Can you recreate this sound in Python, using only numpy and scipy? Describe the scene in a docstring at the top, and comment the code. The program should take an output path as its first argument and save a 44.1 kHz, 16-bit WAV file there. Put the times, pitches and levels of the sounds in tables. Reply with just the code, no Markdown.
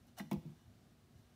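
"""Rabbit hop on a wooden board

A rabbit hops onto a framed board lying on concrete. One paw scuffs the edge, squeaks and lands, the
next lands hard with a tick of claws, then the body settles in soft thuds. Each footfall rings the
board's modes; a hard-walled room adds a short tail over a faint rumble, hum and hiss."""
import sys
import numpy as np
from scipy import signal
from scipy.fft import rfft, irfft
from scipy.io import wavfile
from scipy.ndimage import uniform_filter1d

SR = 44100
rng = np.random.default_rng(int(sys.argv[2]) if len(sys.argv) > 2 else 0)


def inscribe(sig):
    """Save sig as 16-bit PCM at rate SR to the path in sys.argv[1].

    A 1-D sig is mono; a 2-D sig holds one channel per row.
    Samples are clipped to [-1, 1] before scaling.
    """
    pcm = np.round(np.clip(np.atleast_2d(sig).T, -1, 1) * 32767)
    wavfile.write(sys.argv[1], SR, pcm.astype(np.int16))


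N = 59535

# Woody ring of the board: f/Hz, t60/s, level/dB struck at spot 0 (edge), 1 (further in), 2 (haunches)
BOARD_MODES = [(156.5, 0.21, -11, -2.5, 4), (192.1, 0.2, -15.5, -7.5, -18), (202.7, 0.14, 2.9, 2.5, -21),
               (229, 0.38, -12, -12, -10), (277.4, 0.22, -12, -13, -41), (341.2, .15, -11.5, -5, -12),
               (435.4, .1, -31, -18.5, -17), (507, 0.37, -29.5, -21.5, -23.5), (700.6, 0.045, -8, -7, -22),
               (831.5, 0.1, -12, -16, -41), (881, 0.035, -13, -5.5, -25), (1040, 0.12, -36, -22.5, -41),
               (1932, 0.062, -10.5, -22, -45.5), (2255, .05, -22, -18.5, -42)]
# Paw hits: t/s, level/dB, contact/ms, clack/dB, spot
FOOTFALLS = [(.199, -38, 0.19, -55.5, 0), (.243, -52.5, 1.7, -81, 2), (.3130, -31, 0.22, -48, 1),
             (0.3328, -38.5, 1.38, -61, 1), (0.3583, -44, 0.55, -78, 1), (.4483, -40.5, 1.32, -78, 2),
             (0.4884, -43, 3, -83.5, 2)]
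# EQ of the clack, the board's dense upper modes: f/Hz, relative level/dB
CLACK_EQ = [(300, -30.5), (520, -8.5), (680, 6), (790, -1.5), (930, 6.5), (1200, -2.5), (1600, -14.5),
            (2300, -3.5), (3300, -8), (5000, -13.5), (8000, -20.5), (15000, -22)]
MUTE_START_S, MUTE_LENGTH_S, MUTE_DB = 0.396, 0.02, -17
def footfalls():
    """Paws knock the board: longer contact sounds duller, and the body's weight mutes the earlier hits."""
    knocks, clack = np.zeros(N), np.zeros(N)
    mute = undb(MUTE_DB * np.minimum(since(MUTE_START_S) / MUTE_LENGTH_S, 1))
    for start, db, contact_ms, clack_db, spot in FOOTFALLS:
        push = np.sin(np.pi * np.minimum(since(0) / (contact_ms / 1000), 1))
        ring = sum(undb(levels[spot]) * board_mode(start, hz, t60) for hz, t60, *levels in BOARD_MODES)
        knock = undb(db) * convolve(ring, push / push.sum())
        knocks += knock * (mute if start < MUTE_START_S else 1)
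        clack += undb(clack_db) * burst(start, t60=0.071, tail_db=-6, tail_t60=0.15)
    # the board is too small to radiate deep bass
    return low_cut(knocks + colour(clack, CLACK_EQ), hz=144, order=4)


def board_mode(start, hz, t60):
    """One bending mode: low waves arrive later; it builds up within a cycle and rings out."""
    arrival = start + 0.002 * np.sqrt(200 / hz)  # 2 ms to cross the board at 200 Hz
    cycles = hz * since(arrival)
    attack = 1 - np.exp(-(cycles / 0.41) ** 2)
    return attack * fade(arrival, t60) * np.sin(2 * np.pi * cycles)


# Soft low thuds of the body: t/s, relative level/dB, f/Hz
THUDS = [(0.364, -38, 77.6), (0.671, -49.5, 100.6), (1.15, -51.5, 92)]
THUD_RISE_S, THUD_T60_S = 0.0079, 0.064
def thuds():
    """Shifting weight bends the whole board for a few slow cycles."""
    out = np.zeros(N)
    for start, db, hz in THUDS:
        age = since(start)
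        attack = 1 - np.exp(-(age / THUD_RISE_S) ** 2)
        out += 2 * undb(db) * attack * fade(start, THUD_T60_S) * np.sin(2 * np.pi * hz * age)
    return out


# Claw ticks: t/s, level/dB
CLAW_TICKS = [(.0705, -62), (.1857, -47), (.1874, -39), (.196, -49), (.313, -40), (.3302, -43),
              (.3312, -46)]
# Bright EQ of the ticks: f/Hz, relative level/dB
CLAW_EQ = [(1000, -25), (3000, -7), (5000, -3.5), (8500, -5.5), (13000, 2.5), (14500, 0.5), (15500, 2.5)]
def claws():
    """Hard claw tips strike the wood in tiny, crisp ticks."""
    ticks = sum(undb(db) * burst(start, t60=0.004, tail_db=-20, tail_t60=0.065)
                for start, db in CLAW_TICKS)
    return colour(ticks, CLAW_EQ)


# Slides of paw and fur: start/s, peak/s, end/s, level/dB
SCUFFS = [(0.16, 0.1878, 0.24, -52.5), (0.071, 0.08, 0.13, -74), (0.25, 0.615, 0.87, -78.5),
          (1.1, 1.175, 1.6, -79)]
# Mid-heavy EQ of the rubbing: f/Hz, relative level/dB
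SCUFF_EQ = [(300, 3), (800, 20), (1400, 17), (2000, 7.5), (3500, 4.5), (6000, 4), (8000, 5), (12500, 2),
            (15500, 1.5)]
# Thin ring of the rubbed frame: f/Hz, width/Hz, level/dB against the rub
FRAME_MODES = [(1600, 50, -10), (2920, 55, -8), (3610, 50, -11), (4090, 80, -11), (5520, 90, -16),
               (5860, 110, -14)]
GRAINS_PER_S, GRAIN_SCATTER_DB = 6900, 3.5
def scuffs():
    """Dense friction grains swell and die away as a paw slides, ringing the frame."""
    grains = (rng.random(N) < GRAINS_PER_S / SR) * rng.choice([-1, 1], N)
    grains = grains * undb(GRAIN_SCATTER_DB * rng.standard_normal(N))
    pressure = sum(undb(db) * np.interp(since(0), [start, peak, end], [0, 1, 0]) ** 2
                   for start, peak, end, db in SCUFFS)
    rub = pressure * unit(grains)
    frame = sum(undb(db) * resonance(rub, hz, width) for hz, width, db in FRAME_MODES)
    return colour(rub, SCUFF_EQ) + np.std(rub) * frame


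# Squeaks, a paw pad and then a scraping claw: t/s, length/s, level/dB, first f/Hz, last f/Hz
SQUEAKS = [(0.17, 0.033, -51.5, 775.3, 680), (0.196, 0.0068, -42, 2250, 1656)]
SQUEAK_JITTER = 0.0917  # rms, as a fraction of the pitch
def squeaks():
    """A sliding paw pad, then a scraping claw, sticks and slips at a rough, falling pitch."""
    out = np.zeros(N)
    for start, length, db, first_hz, last_hz in SQUEAKS:
        progress = np.minimum(since(start) / length, 1)
        jitter = SQUEAK_JITTER * unit(uniform_filter1d(rng.standard_normal(N), size=60))
        hz = (first_hz + (last_hz - first_hz) * progress) * (1 + jitter)
        out += undb(db) * np.sin(np.pi * progress) * np.sin(2 * np.pi * np.cumsum(hz) / SR)
    return out


# EQ of the reverb tail: f/Hz, relative level/dB
ROOM_EQ = [(400, 1), (1000, -5), (4000, 2.5), (15000, -1)]
ROOM_T60_S, ROOM_DB, PREDELAY_S = 0.78, -13.5, 0.008
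def room(x):
    """Diffuse tail from the concrete and the walls; the bass stays dry."""
    tail = colour(rng.standard_normal(N) * fade(PREDELAY_S, ROOM_T60_S), ROOM_EQ)
    send = low_cut(x, hz=400, order=2)
    return undb(ROOM_DB) * convolve(send, tail / np.linalg.norm(tail))


# Room tone, rumble up to hiss: f/Hz, relative level/dB
AIR_EQ = [(15, -63), (25, -22), (96, -1.5), (178, -9.5), (240, -9), (313, -16.5), (368, -14.5), (509, -24),
          (703, -19.5), (895, -27.5), (1200, -27.5), (2630, -32.5), (4150, -33), (11500, -41), (15500, -42)]
# Low hum of the room's resonances: f/Hz, width/Hz, level/dB
HUM_BANDS = [(115.6, 4.7, -77.5), (240.7, 6, -76.5)]
AIR_DB, AIR_WAVER_DB = -66, 1
def background():
    """A faint bed of wavering rumble and hiss, with two humming room resonances."""
    waver = np.interp(np.arange(N), np.linspace(0, N, 12), rng.standard_normal(12))
    bed = undb(AIR_DB + AIR_WAVER_DB * waver) * unit(colour(rng.standard_normal(N), AIR_EQ))
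    bin_hz = np.arange(N // 2 + 1) * SR / N
    for hz, width, db in HUM_BANDS:
        band = rfft(rng.standard_normal(N)) / (1 + (2 * (bin_hz - hz) / width) ** 2)
        bed += undb(db) * unit(irfft(band, N))
    return bed


def undb(db):
    """Decibels to gain."""
    return 10 ** (np.asarray(db) / 20)


def unit(x):
    """Scale to rms 1."""
    return x / np.sqrt(np.mean(x ** 2))


def since(start):
    """Seconds since start, zero before it."""
    return np.maximum(np.arange(N) / SR - start, 0)


def fade(start, t60):
    """Exponential decay from start, 60 dB down after t60 seconds."""
    age = since(start)
    return (age > 0) * np.exp(-np.log(1000) * age / t60)


def burst(start, t60, tail_db, tail_t60):
    """Dense ringing as noise: a quick crack and a weaker, longer tail."""
    return rng.standard_normal(N) * (fade(start, t60) + undb(tail_db) * fade(start, tail_t60))


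def convolve(x, response):
    """Pass a sound through an impulse response."""
    return signal.fftconvolve(x, response)[:N]


def colour(x, points, size=8192):
    """Minimum-phase EQ through (f/Hz, level/dB) points that keeps the power of white noise."""
    hz, db = np.array(points, float).T
    bin_hz = np.maximum(np.arange(size // 2 + 1) * SR / size, 1)
    gain = undb(np.interp(np.log(bin_hz), np.log(hz), db))
    cepstrum = irfft(np.log(gain))
    cepstrum[1:size // 2] *= 2  # folded forward, so nothing rings ahead of a hit
    cepstrum[size // 2 + 1:] = 0
    response = irfft(np.exp(rfft(cepstrum)))
    return convolve(x, response / np.linalg.norm(response))


def resonance(x, hz, width):
    """One resonant peak, scaled to rms 1."""
    return unit(signal.lfilter(*signal.iirpeak(hz, hz / width, fs=SR), x))


def low_cut(x, hz, order):
    """Roll off the bass below hz."""
    return signal.sosfilt(signal.butter(order, hz, "high", fs=SR, output="sos"), x)


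def scene():
    """The hop, its room tail and the background, in mono."""
    hop = footfalls() + thuds() + claws() + scuffs() + squeaks()
    return (hop + room(hop) + background())[None]


def record(dry):
    """Master EQ: drop the deepest bass and cut steeply above 15550 Hz."""
    high_cut = signal.ellip(10, 0.1, 70, 15550, fs=SR, output="sos")
    return signal.sosfilt(high_cut, low_cut(dry, hz=42, order=3))


dry = scene()
out = record(dry)
inscribe(out)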